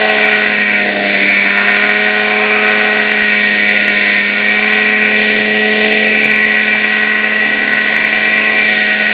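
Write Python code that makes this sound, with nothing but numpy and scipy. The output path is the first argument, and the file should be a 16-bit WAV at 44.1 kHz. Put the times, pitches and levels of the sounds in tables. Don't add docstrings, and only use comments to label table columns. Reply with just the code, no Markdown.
import sys
import numpy as np
from scipy import signal
from scipy.fft import rfft, irfft, next_fast_len
from scipy.io import wavfile
from scipy.ndimage import uniform_filter1d

SR = 44100
rng = np.random.default_rng(int(sys.argv[2]) if len(sys.argv) > 2 else 0)


def dump(signal):
    limited = np.clip(np.atleast_2d(signal).T, -1, 1)
    pcm = np.round(limited * 32767).astype(np.int16)
    wavfile.write(sys.argv[1], SR, pcm)


N = 402633
T = np.arange(N) / SR
HOVER_TURNS_PER_S = 213.0
BLADES_PER_TURN = 0.225

# [t/s, speed/(turns/s)]
ENGINE_SPEED = [(0.0, 214.5), (0.46, 210.5), (1.17, 200.5), (1.42, 200.8), (2.03, 210.2), (2.64, 212.2),
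                (3.09, 211.7), (3.35, 209.1), (4.21, 204.5), (4.72, 212.7), (5.48, 213.0), (6.09, 215.1),
                (6.9, 212.8), (7.35, 214.4), (7.96, 213.0), (8.52, 215.3), (8.77, 210.9), (9.13, 211.5)]
# [t/s, level/dB]
LOW_MIDS_LEVEL = [(0.0, -13.5), (0.661, -24.5), (0.96, -16), (1.52, -23.5), (1.78, -19.5), (2.939, -19.5),
                  (3.301, -24.5), (3.958, -21), (4.21, -24.5), (5.28, -22.5), (5.88, -17.5), (6.39, -25.5),
                  (7.96, -24), (8.57, -21.5), (9.13, -23.5)]
# [t/s, level/dB]
MIDS_LEVEL = [(0.0, -24), (0.301, -19.5), (0.86, -33), (1.22, -29.3), (1.62, -22.5), (2.03, -22),
              (2.482, -18.5), (3.8, -32), (4.72, -25), (5.069, -29.5), (6.081, -33), (7.15, -26),
              (7.25, -28), (9.13, -30)]


def gain_of(db):
    return 10 ** (np.asarray(db) / 20)


def evened(x):
    return x / np.sqrt(np.mean(x ** 2) + 1e-20)


def steady(x, span_s=0.1):
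    size = max(int(span_s * SR), 1)
    power = uniform_filter1d(uniform_filter1d(x ** 2, size), size)
    return x / np.sqrt(abs(power) + 1e-9)


def curves(table, t=T):
    s, *columns = np.transpose(table)
    return [np.interp(t, s, column) for column in columns]


def swell(table, t=T):
    db = curves(table, t)[0]
    return db - db.mean()


def spells(table, t=T):
    return sum(db * np.exp(-((t - s) / half_s) ** 2) for s, half_s, db in table)


def sag(t=T):
    return HOVER_TURNS_PER_S - curves(ENGINE_SPEED, t)[0]


def wander(rate_hz):
    size = next_fast_len(N)
    hz = np.fft.rfftfreq(size, 1 / SR)
    spectrum = rfft(rng.standard_normal(size)) * np.exp(-(hz / rate_hz) ** 2)
    return evened(irfft(spectrum, size)[:N])


def read(points, hz):
    f, value = np.transpose(points)
    return np.interp(np.log(hz + 1), np.log(f + 1), value)


def colour(x, points, modes=(), size=8192):
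    hz = abs(np.fft.fftfreq(size, 1 / SR))
    db = read(points, hz) + sum(lift / (1 + (2 * (hz - f) / width) ** 2) for f, width, lift in modes)
    response = np.fft.ifft(np.exp(signal.hilbert(np.log(gain_of(db))))).real
    causal = np.roll(response[::-1], 1)[:size // 2]
    return signal.oaconvolve(x, causal)[:N]


def clicks(s, strength):
    at = np.clip(s * SR, 0, N - 2)
    whole = at.astype(int)
    first = np.bincount(whole, strength * (1 - at + whole), N)
    second = np.bincount(whole + 1, strength * (at - whole), N)
    return first + second


def trees(x, wet_db, t60_s=0.35, first_s=0.003, fade_hz=3.12, count=500):
    wet = np.zeros(N)
    for _ in range(3):
        s = rng.random(count) * t60_s
        signs = rng.choice([-1., 1.], count)
        taps = clicks(first_s + s, signs * gain_of(-60 * s / t60_s))[:SR]
        wet += wander(fade_hz) * signal.oaconvolve(x, taps)[:N]
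    return evened(x) + gain_of(wet_db) * evened(wet)


def knocks():
    # [t/s, level before damping/dB, f/Hz, decay/s]
    swings = [(3.221, -27, 60.4, 0.008), (6.750, -11, 865, 0.0023), (7.026, -30, 89, 0.0044)]
    out = np.zeros(N)
    for s, db, hz, decay_s in swings:
        age_s = np.maximum(T - s, 0)
        out += gain_of(db) * np.sin(2 * np.pi * hz * age_s) * np.exp(-age_s / decay_s)
    return out


def rotors(turns, chop=0.094, rush_db=-29, tail_db=-40, tail_per_turn=1.175):
    # [f/Hz, relative density/dB]
    rush_colour = [(15, -8), (50, -28), (85, -19.5), (125, -8), (180, -11.5), (300, -5.5), (450, 2.5),
                   (700, -8), (950, -6), (1400, -8), (2400, -8), (4500, -37)]
    main, tail = BLADES_PER_TURN * turns, tail_per_turn * turns
    rush = colour(rng.standard_normal(N), rush_colour) * (1 + chop * np.cos(2 * np.pi * main))
    tail_gain = gain_of(tail_db + 4.3 * wander(rate_hz=1.4))
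    tail_hum = np.sqrt(2) * np.sin(2 * np.pi * tail) * tail_gain
    return gain_of(rush_db) * evened(rush) + tail_hum


def dips():
    # [middle/s, half length/s, depth/dB]
    brief = [(0.975, 0.098, -4.5), (2.4, 0.22, -1.9), (4.33, 0.094, -1.5), (5.5, .15, -1),
             (7.85, 0.6, -1.2)]
    return gain_of(spells(brief))


def hiss(turns, throb=0.45, hiss_db=-17.0):
    # [f/Hz, relative density/dB]
    hiss_colour = [(900, -23.5), (1600, 3.5), (2400, 11), (2900, 2.5), (3400, -2.5), (4000, -10.5),
                   (4400, -16), (4800, -35.5)]
    # [f/Hz, width/Hz, lift/dB]
    hiss_modes = [(3578, 200, 6.3), (4340, 67, 9.8)]
    drive = rng.standard_normal(N) * (1 + throb * np.cos(2 * np.pi * turns))
    return gain_of(hiss_db) * np.sqrt(dips()) * evened(colour(drive, hiss_colour, hiss_modes))


def whine(turns, fade_db=3.5, db_per_sag=-0.54, follows_mids=0.47):
    # [multiple of engine speed, relative level/dB]
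    harmonics = [(4, -47.5), (5, -37.5), (6, -42.5), (8, -42)]
    lines = np.zeros(N)
    for k, db in harmonics:
        tone = np.sin(2 * np.pi * (round(k) * turns + rng.random()))
        lines += gain_of(db + fade_db * wander(rate_hz=2.1)) * tone
    return np.sqrt(2) * gain_of(db_per_sag * sag() + follows_mids * swell(MIDS_LEVEL)) * lines


def hum(turns, waver_db=0.56, second_db=-27.0, second_follows_hum=1.7, second_follows_mids=0.62,
        second_db_per_sag=-0.48, third_db=-29.0, third_follows=1.3):
    # [t/s, level/dB]
    first_level = [(0.0, -27), (1.11, -25), (1.32, -26), (3.14, -25.5), (3.45, -24.5), (4.26, -26.5),
                   (5.28, -22), (5.83, -20.5), (6.49, -25), (8.07, -29.5), (8.42, -27.5), (9.13, -27)]
    second = second_db + second_db_per_sag * sag() + second_follows_hum * swell(first_level)
    second += second_follows_mids * (swell(LOW_MIDS_LEVEL) + swell(MIDS_LEVEL))
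    third = third_db + third_follows * swell(LOW_MIDS_LEVEL)
    out = np.zeros(N)
    for k, db in enumerate((curves(first_level)[0], second, third), 1):
        tone = np.sin(2 * np.pi * (k * turns + rng.random()))
        out += gain_of(db + waver_db * wander(rate_hz=25)) * tone
    return np.sqrt(2) * out


def sputter(s, surge_db=1.47, need_turns=1.85, need_per_sag=0.04):
    # [middle/s, half length/s, extra depth/dB]
    surging = [(3.9, 1, -1.9), (6.9, .55, 1.8)]
    return surge_db + spells(surging, s), need_turns - need_per_sag * sag(s)


def burns(need, chance, weak, spread_db):
    luck, size = rng.standard_normal((len(need), 2)).T
    strength, charge = np.full(len(need), weak, float), 0
    for k, threshold in enumerate(need + chance * luck):
        charge += 1
        if charge > threshold:
            strength[k], charge = 1, 0
    return strength * gain_of(spread_db * size)


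def ring(x, hz, width_hz):
    age_s = T[:SR // 25]
    response = age_s * np.exp(-np.pi * width_hz * age_s) * np.sin(2 * np.pi * hz * age_s)
    return signal.oaconvolve(x, response)[:N]


def muffler(s, strength, rebound=0.4, rebound_turn=0.4897, gas_db=-14, gas_s=0.00084, uneven_db=0.35):
    # [f/Hz, width of each chamber/Hz, relative level/dB]
    resonances = [(1180, 530, -39.5), (1544, 160, -24.5), (1958, 244, -15), (2277, 181, -19.5),
                  (2571, 123, -24.5)]
    before_s = T - rebound_turn / curves(ENGINE_SPEED)[0]
    age = T[:SR // 100] / gas_s
    rasp = np.zeros(N)
    for hz, width_hz, db in resonances:
        cracks = clicks(s, strength * gain_of(uneven_db * rng.standard_normal(len(s))))
        puffs = signal.oaconvolve(cracks, age * np.exp(-age))[:N] * rng.standard_normal(N)
        tone = ring(evened(cracks) + gain_of(gas_db) * evened(puffs), hz, width_hz)
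        rasp += gain_of(db) * steady(tone - rebound * np.interp(before_s, T, tone))
    return rasp


def uneven_pops(s, burn):
    # [f/Hz, relative level/dB]
    pop_colour = [(70, -48), (140, -10.5), (290, -4.5), (380, -10.5), (470, -10), (600, -0.5), (740, 2.5),
                  (830, -12), (1000, -10), (1500, -22)]
    # [f/Hz, width/Hz, lift/dB]
    pop_modes = [(288.6, 18, 7.2), (522.5, 13, 7), (813, 190, 3)]
    return colour(clicks(s, burn - burn.mean()), pop_colour, pop_modes)


def exhaust(turns, jitter_s=0.000014, flutter_s=0.00003, early_s=0.00004, pops_db=-26.0):
    s = np.interp(np.arange(1, int(turns[-1])), turns, T)
    surge_db, need = sputter(s)
    burn = burns(need, chance=0.26, weak=0.4, spread_db=2.0)
    strength = burn * gain_of(surge_db * np.interp(s, T, wander(rate_hz=42)))
    crank_s = flutter_s * np.interp(s, T, wander(rate_hz=45))
    s = s - early_s * burn + jitter_s * rng.standard_normal(len(s)) + crank_s
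    rasp = muffler(s, strength)
    pops = uneven_pops(s, burn)
    rasp_outdoors = rasp.std() * dips() * steady(trees(rasp, wet_db=-4.5))
    return rasp_outdoors + gain_of(pops_db) * steady(trees(pops, wet_db=-1))


def flutter(x, turns, sway_s=0.00007, shade=0.081):
    blades = 2 * np.pi * BLADES_PER_TURN * turns
    swayed = np.interp(T - sway_s * np.sin(blades / 2), T, x)
    return swayed * (1 + shade * np.cos(blades))


def drift(x, patchy_db=1.2, patchy_hz=2.3, count=9):
    # [t/s, level/dB]
    bite_level = [(0.0, -20), (0.25, -14.5), (0.46, -21), (0.73, -14), (0.89, -23.5), (1.32, -10.5),
                  (1.55, -18), (2.57, -11), (2.97, -20.5), (3.33, -17), (5.36, -14), (5.64, -23),
                  (6.1, -14), (7.48, -23), (8.57, -16), (9.13, -19)]
    # [f/Hz, share]
    low_mids_share = [(200, 0.43), (330, 0.62), (480, 0.5), (760, 1), (1000, 0), (1700, -.2), (2000, -0.13),
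                      (2300, -0.1), (3000, 0.37)]
    # [f/Hz, share]
    mids_share = [(300, -.3), (480, -0.64), (740, 0.34), (900, 0.59), (1300, 0.97), (1550, 0.45),
                  (1950, -0.052), (2300, -0.013), (3000, -0.12)]
    # [f/Hz, share]
    bite_share = [(1500, -0.069), (1800, 0.015), (1980, -.25), (2200, 0.72), (2380, 1), (2650, 0)]
    # [f/Hz, slope/(dB per turn/s of sag)]
    load_slope = [(150, 0), (300, .2), (480, 0), (1750, 0.06), (2000, -0.23), (2200, 0.1748), (2650, -0.27),
                  (4000, 0.27)]
    hz, t, z = signal.stft(x, SR, nperseg=1024)
    pairs = [(low_mids_share, LOW_MIDS_LEVEL), (mids_share, MIDS_LEVEL), (bite_share, bite_level)]
    moved_db = sum(np.outer(read(share, hz), swell(level, t)) for share, level in pairs)
    load_db = np.outer(read(load_slope, hz), sag(t) - sag(t).mean())
    centres_hz = np.linspace(300, 3000, count)
    patches = sum(np.outer(np.interp(hz, centres_hz, band), np.interp(t, T, wander(patchy_hz)))
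                  for band in np.eye(count))
    shifted = z * gain_of(moved_db + load_db + patchy_db * patches)
    return signal.istft(shifted, SR, nperseg=1024)[1][:N]


def scene():
    turns = np.cumsum(curves(ENGINE_SPEED)[0]) / SR
    engine = flutter(exhaust(turns) + whine(turns), turns)
    helicopter = drift(engine + hiss(turns) + rotors(turns))
    mono = helicopter + flutter(hum(turns), turns) + knocks()
    return np.array([mono, mono])


def gain_control(x, knee_db=-10.0, squeeze=0.45, span_s=0.069):
    size = max(int(span_s * SR), 1)
    power = uniform_filter1d(uniform_filter1d(x[0] ** 2, size), size)
    power_db = 10 * np.log10(abs(power) + 1e-9)
    return x * gain_of(-squeeze * np.maximum(power_db - knee_db, 0))


def record(dry, ceiling=0.99, mic_edge_hz=4800, edge_hz=16000):
    overloaded = np.clip(gain_control(dry), -ceiling, ceiling)
    mic_filter = signal.firwin(241, mic_edge_hz, window=("kaiser", 9), fs=SR)
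    narrow = signal.oaconvolve(overloaded, mic_filter[None], "same")
    edge_filter = signal.firwin(511, edge_hz, window=("kaiser", 9), fs=SR)
    return signal.oaconvolve(np.clip(narrow, -1, 1), edge_filter[None], "same")


dry = scene()
out = record(dry)
dump(out)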